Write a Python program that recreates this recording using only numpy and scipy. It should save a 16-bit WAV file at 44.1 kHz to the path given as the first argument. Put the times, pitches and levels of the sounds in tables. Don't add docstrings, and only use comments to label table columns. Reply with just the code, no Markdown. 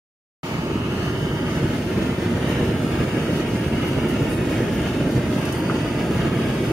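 import sys
import numpy as np
from scipy import signal
from scipy.fft import rfft, irfft, next_fast_len
from scipy.io import wavfile
from scipy.ndimage import map_coordinates

SR = 44100
rng = np.random.default_rng(int(sys.argv[2]) if len(sys.argv) > 2 else 0)


def persist_wave(psi):
    counts = np.round(np.clip(psi, -1, 1) * 32767).astype(np.int16)
    wavfile.write(sys.argv[1], SR, np.atleast_2d(counts).T)


N = 296352
TIME_S = np.arange(N) / SR
GAS_ON_S, APPROACH_S = 0.4313, 1.3


def amp(db):
    return 10 ** (np.asarray(db) / 20)


def along(points, hz):
    knots_hz, values = np.transpose(points)
    return np.interp(np.log(hz + 1), np.log(knots_hz + 1), values)


def curves(rows):
    times_s, *columns = np.transpose(rows)
    return [np.interp(TIME_S, times_s, column) for column in columns]


def since(start_s):
    return np.maximum(TIME_S - start_s, 0)


def wobble(rate_hz):
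    return map_coordinates(rng.standard_normal(int(N * rate_hz / SR) + 4), [TIME_S * rate_hz])


def filtered(x, response):
    size = next_fast_len(N + 8192)
    return irfft(rfft(x, size) * response(np.fft.rfftfreq(size, 1 / SR)), size)[..., :N]


def bumps(table, hz):
    return sum(db / (1 + (2 * (hz - centre) / width) ** 2) for centre, width, db in table)


def recoloured(x, table, share):
    return x + share * (filtered(x, lambda hz: amp(bumps(table, hz))) - x)


def noise_band(centre_hz, half_width_hz):
    slow = filtered(rng.standard_normal((2, 2, N)), lambda hz: 1 / (1 + (hz / half_width_hz) ** 2))
    phase = 2 * np.pi * np.cumsum(np.full(N, centre_hz)) / SR
    band = slow[0] * np.cos(phase) + slow[1] * np.sin(phase)
    return band / np.sqrt(np.mean(band ** 2))


# frequency_hz, side_minus_mid_db
STEREO_WIDTH = [(60, -18), (92, -24), (140, -20), (210, -26), (330, -26.5), (500, -9.5), (770, -6),
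                (1100, -4.5), (1350, -8.5), (1790, -4.5), (2350, -4.5), (2740, 0), (4190, 0), (6410, -1),
                (7600, 1), (8500, -5.5), (9700, -1.5), (10600, -1.5), (15000, -0.5)]

def spread(pair, colour_db):
    mid, side = filtered(pair, lambda hz: amp([colour_db(hz), colour_db(hz) + along(STEREO_WIDTH, hz)]))
    return np.array([mid + side, mid - side]) / np.std(mid)


def distance():
    return np.exp(-(since(GAS_ON_S) / APPROACH_S) ** 2)


# centre_hz, width_hz, gain_db
RESONANCES = [(232, 25, 2.5), (305, 40, 1.5), (370, 50, 1.5), (425, 25, -4), (455, 30, 2), (613, 35, 4),
              (672, 40, 2.5), (760, 60, -4), (861, 50, 5), (935, 45, 4), (1035, 70, -4.5), (1130, 60, -4),
              (1265, 90, 4), (1406, 45, 3.5), (1450, 30, -4), (1652, 65, 4), (1735, 40, -2),
              (1810, 40, 2.5), (2107, 35, 5), (2240, 50, 4), (2380, 90, -3), (2646, 40, 2), (2825, 35, 2),
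              (2940, 55, 4.5), (3430, 90, -3.5), (4060, 140, -4.5)]

def turbulence(spectrum, eddy_hz, eddy_db):
    eddies = rng.standard_normal((2, N)) * amp(eddy_db * wobble(eddy_hz))
    return spread(eddies, lambda hz: along(spectrum, hz) + bumps(RESONANCES, hz))


# frequency_hz, density_db
FLAME_SPECTRUM = [(18, -41), (32, -38), (48, -9), (78, -3.5), (140, 2), (205, -1.5), (350, -2.5),
                  (440, -7.5), (620, -15), (780, -25), (1500, -26.5), (4000, -75)]
# time_s, gain_db
FLAME_SWELL = [(.45, 0.5), (1.1, 0.5), (1.55, 0.5), (2.35, 0.2), (2.55, 0.5), (3.3, 0.5), (3.8, -0.3),
               (4.3, 0.7), (4.9, 0), (5.2, 0), (5.7, -0.5), (6.3, 1.1), (6.7, 0)]

def flame_roar(surge_db, flutter):
    swell_db, = curves(FLAME_SWELL)
    level_db = -22 - 3 * distance() + swell_db + surge_db + 0.37 * flutter
    return amp(level_db) * turbulence(FLAME_SPECTRUM, eddy_hz=160, eddy_db=1.5)


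# time_s, left_lag_ms
BURNER_BEARING = [(.45, 0.16), (1.3, 0.11), (2.3, 0.053), (4.7, 0.01), (5.5, 0.034)]

def from_the_right(x):
    lag_ms, = curves(BURNER_BEARING)
    half_lag = lag_ms * SR / 2000
    n = np.arange(N)
    return np.array([map_coordinates(x[0], [n - half_lag]), map_coordinates(x[1], [n + half_lag])])


# frequency_hz, density_db
TUBE_SPECTRUM = [(300, -14.5), (700, 4), (900, -0.5), (1090, 2), (1350, -2.5), (1800, -1), (2150, -3),
                 (2420, -1), (2950, -5), (3300, -9), (3900, -18.5), (6000, -29), (12000, -60)]

def tube_rush(swing_db):
    level_db = -34 - distance() + swing_db
    return from_the_right(amp(level_db) * turbulence(TUBE_SPECTRUM, eddy_hz=330, eddy_db=0.4))


# centre_hz, half_width_hz, level_db
PIPE_MODES = [(872, 120, -38.5), (1220, 140, -39.5)]

def open_tube():
    ring = sum(amp(db) * noise_band(hz, half_width) for hz, half_width, db in PIPE_MODES)
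    narrowed = (ring.mean(axis=0) + ring) / 2
    return (TIME_S > GAS_ON_S) * distance() * from_the_right(narrowed)


# frequency_hz, density_db
NOZZLE_SPECTRUM = [(1500, -41), (3500, 3.5), (4700, 1), (5700, -2), (6900, 0), (9000, -4.5), (10500, -9.5),
                   (12000, -9), (14500, -11), (16000, -9)]

def nozzle_hiss(swing_db):
    level_db = -44.5 - 0.8 * distance() + swing_db
    return amp(level_db) * turbulence(NOZZLE_SPECTRUM, eddy_hz=240, eddy_db=0.5)


# time_s, level_db
HOLLOW_NOTE = [(.45, -46), (.8, -48), (1.15, -43.5), (1.6, -47), (2.5, -48), (3.3, -42.5), (4.2, -43),
               (4.7, -58), (6.7, -55)]
SCORCH_S, SCORCH_DB_PER_S = 5.5, 23

def flame_contact():
    hollow_db, = curves(HOLLOW_NOTE)
    hollow = noise_band(centre_hz=2835 + 60.14 * distance(), half_width_hz=260)
    impact_db = -50 - SCORCH_DB_PER_S * np.maximum(SCORCH_S - TIME_S, 0)
    impact = noise_band(centre_hz=4620, half_width_hz=380)[0]
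    return amp(hollow_db) * hollow + amp(impact_db) * impact


# time_s, delay_ms, strength_ratio
TRAY_ECHO = [(.45, .88, .3), (.9, .72, .22), (1.15, .6, .42), (1.4, .595, .42), (1.9, .59, .15)]

def tray_bounce(x):
    delay_ms, strength = curves(TRAY_ECHO)
    n = np.arange(N)
    delayed = n - delay_ms * SR / 1000
    reflected = filtered(x, lambda hz: hz ** 2 / (hz ** 2 + 1200 ** 2) / (1 + (hz / 4500) ** 4))
    return x + strength * np.array([np.interp(delayed, n, channel) for channel in reflected])


# frequency_hz, scattered_to_direct_ratio
SCATTERING = [(300, .02), (900, .25), (2000, .65), (3500, .9), (6500, .75), (9000, .4)]

def hand_drift(x, patch_hz=50, patch_s=0.26):
    mid_side = np.array([x[0] + x[1], x[0] - x[1]]) / 2
    hz, t, spectra = signal.stft(mid_side, SR, nperseg=2048)
    grid = np.meshgrid(hz / patch_hz, t / patch_s, indexing="ij")
    fields = [map_coordinates(rng.standard_normal((512, 40)), grid, mode="nearest") for _ in range(4)]
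    diffuse = (np.array(fields[:2]) + 1j * np.array(fields[2:])) / np.sqrt(2)
    scatter = along(SCATTERING, hz)[:, None]
    gain = np.abs(1 + scatter * diffuse) / np.sqrt(1 + scatter ** 2)
    mid, side = signal.istft(spectra * gain, SR, nperseg=2048)[1][..., :N]
    return np.array([mid + side, mid - side])


# centre_hz, width_hz, gain_db
DISTANT_COLOUR = [(695, 230, -2.5), (1650, 500, -2.5), (3160, 250, 0.5), (3620, 300, -1.5),
                  (9500, 2600, -1.5)]
# centre_hz, width_hz, gain_db
TIPPED_COLOUR = [(4030, 200, -5), (5250, 250, -3), (6800, 400, 2)]
TIP_S, VALVE_RISE_S = 5.6, 0.0019

def torch():
    unrest = 1 - distance() / 2
    flutter = unrest * wobble(45)
    surge_db = flame_surge()
    sway_db = -0.74 * wobble(8.4)
    tipped = (1 + np.tanh((TIME_S - TIP_S) / 0.17)) / 2
    tube_db = 1.6 * tipped + sway_db + 0.12 * surge_db + 0.76 * flutter + 0.87 * unrest * wobble(12)
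    hiss_db = sway_db + 0.5 * flutter + 0.94 * unrest * wobble(18)
    jet = flame_roar(surge_db, flutter) + tube_rush(tube_db) + nozzle_hiss(hiss_db)
    jet = tray_bounce(jet) + amp(1.2 * flutter) * flame_contact()
    jet = recoloured(jet, DISTANT_COLOUR, distance())
    jet = recoloured(jet, TIPPED_COLOUR, tipped)
    valve = 1 - np.exp(-since(GAS_ON_S) / VALVE_RISE_S)
    return valve * hand_drift(jet)


# frequency_hz, gain_db
WALL_ECHO = [(200, -42), (450, -27), (650, -19), (1100, -17), (2200, -18), (3000, -25), (4500, -27),
             (12000, -32)]

def wall_reflection(x, delay_s=0.00147):
    response = lambda hz: 1j * amp(along(WALL_ECHO, hz)) * np.exp(-2j * np.pi * hz * delay_s)
    echo = filtered(x.mean(axis=0), response)
    return x + np.array([echo, -echo])


def crackle(rate_hz):
    return (rng.random((2, N)) < rate_hz / SR) * rng.standard_normal((2, N))


# frequency_hz, density_db
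SIZZLE_SPECTRUM = [(2500, -37), (6000, 1), (8500, 3.5), (10500, 4), (12500, -1.5), (16000, -16)]

def sizzle():
    fizz = spread(crackle(rate_hz=5000), lambda hz: along(SIZZLE_SPECTRUM, hz))
    level_db = -53 - 10 * distance() + 1.4 * wobble(24)
    return (TIME_S > GAS_ON_S) * amp(level_db) * fizz


# start_s, pulse_db, roar_lift_db
FLARES = [(.537, -21, 3), (.698, -23, 3.5), (1.647, -19, 2.5), (1.979, -23, 3), (2.35, -17, 1.5),
          (2.617, -14, 3.5), (2.994, -16, 3), (3.965, -10, 3.5), (4.217, -15, 2.5), (4.643, -16, 3),
          (5.066, -12, 2.5), (5.175, -10, 4), (6.26, -20, 2.5)]

def flame_surge(catch_s=0.063, flare_s=0.02):
    catch_db = -6 * np.exp(-since(GAS_ON_S) / catch_s)
    flares_db = sum(lift_db * np.exp(-((TIME_S - start_s - flare_s / 2) / flare_s) ** 2)
                    for start_s, _, lift_db in FLARES)
    return catch_db + 0.3 * wobble(22) + flares_db


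def puffs(swell_s=0.0013):
    out = np.zeros(N)
    for start_s, pulse_db, _ in FLARES:
        age = (TIME_S - start_s - 0.004) / swell_s
        out -= amp(pulse_db) * age * np.exp(-age ** 2 / 2)
    return out


def antiphase(x, peak_s=1.3, half_length_s=0.3, centre_hz=2520, half_width_hz=150):
    band = filtered(x.mean(axis=0), lambda hz: np.exp(-((hz - centre_hz) / half_width_hz) ** 2))
    passing = np.exp(-((TIME_S - peak_s) / half_length_s) ** 2)
    return np.array([x[0], x[1] - 1.7 * passing * band])


# start_s, level_db, length_s, centre_hz
STEAM_SPITS = [(2.477, -48, .046, 12000), (3.853, -48, .02, 12500), (3.872, -44, .027, 10000),
               (4.08, -43.5, .035, 10000), (4.285, -43.5, .1, 9400), (4.72, -48, .08, 12000),
               (5.108, -47, .025, 12500), (5.452, -45, .014, 11000), (5.523, -43, .018, 9000),
               (5.532, -45.5, .07, 8700), (5.572, -45.5, .045, 12000)]

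def spits():
    out = np.zeros((2, N))
    for start_s, level_db, length_s, centre_hz in STEAM_SPITS:
        age = since(start_s) / length_s
        steam = spread(crackle(rate_hz=7300), lambda hz: -36 * np.log2((hz + 1) / centre_hz) ** 2)
        out += amp(level_db) * (1 - np.exp(-age / 0.16)) * np.exp(-age ** 2) * steam
    return out


# start_s, level_db
BLISTER_SNAPS = [(5.452, -34), (5.5235, -31)]

def snaps(decay_s=0.0055, centre_hz=7500):
    out = np.zeros((2, N))
    for start_s, level_db in BLISTER_SNAPS:
        age = since(start_s) / decay_s
        crack = spread(rng.standard_normal((2, N)), lambda hz: -7 * np.log2((hz + 1) / centre_hz) ** 2)
        out += amp(level_db) * (1 - np.exp(-10 * age)) * np.exp(-age) * crack
    return out


# start_s, level_db, pitch_ratio
IMPACTS = [(5.6975, -11.5, 1), (5.7095, -17.5, 1.1), (5.7195, -17, .7)]
# pitch_hz, gain_db, t60_s
IMPACT_MODES = [(1080, -4, .016), (1240, 0, .025), (1390, -8, .04), (2060, -11, .02)]

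def knock(attack_s=0.001):
    out = np.zeros((2, N))
    for start_s, level_db, pitch_ratio in IMPACTS:
        t = since(start_s)
        attack = 1 - np.exp(-t / attack_s)
        for pitch_hz, gain_db, t60_s in IMPACT_MODES:
            phase = 0.5 * rng.standard_normal((2, 1))
            envelope = attack * amp(level_db + gain_db - 60 * t / t60_s)
            out += envelope * np.sin(2 * np.pi * pitch_ratio * pitch_hz * t + phase)
    return out


def scene():
    searing = torch() + sizzle() + puffs() + spits() + snaps()
    return antiphase(wall_reflection(searing)) + knock() + open_tube()


# centre_hz, width_hz, gain_db
PORT_NOTCHES = [(7640, 600, -14), (11400, 1000, -6.5), (15200, 470, -16)]
# frequency_hz, left_minus_right_db
PORT_BALANCE = [(60, -1), (350, -1), (1500, 0.5), (2740, -0.5), (3500, -0.7), (6400, -0.5), (9500, 1),
                (11000, 0), (14000, -5), (15500, -2)]
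BAND_LIMIT_HZ = 15750

def record(dry):
    sides = np.array([[0.5], [-0.5]])
    ports = lambda hz: amp(bumps(PORT_NOTCHES, hz) + sides * along(PORT_BALANCE, hz))
    low_pass = lambda hz: 1 / (1 + (hz / BAND_LIMIT_HZ) ** 600)
    return filtered(dry, lambda hz: ports(hz) * low_pass(hz))


dry = scene()
out = record(dry)
persist_wave(out)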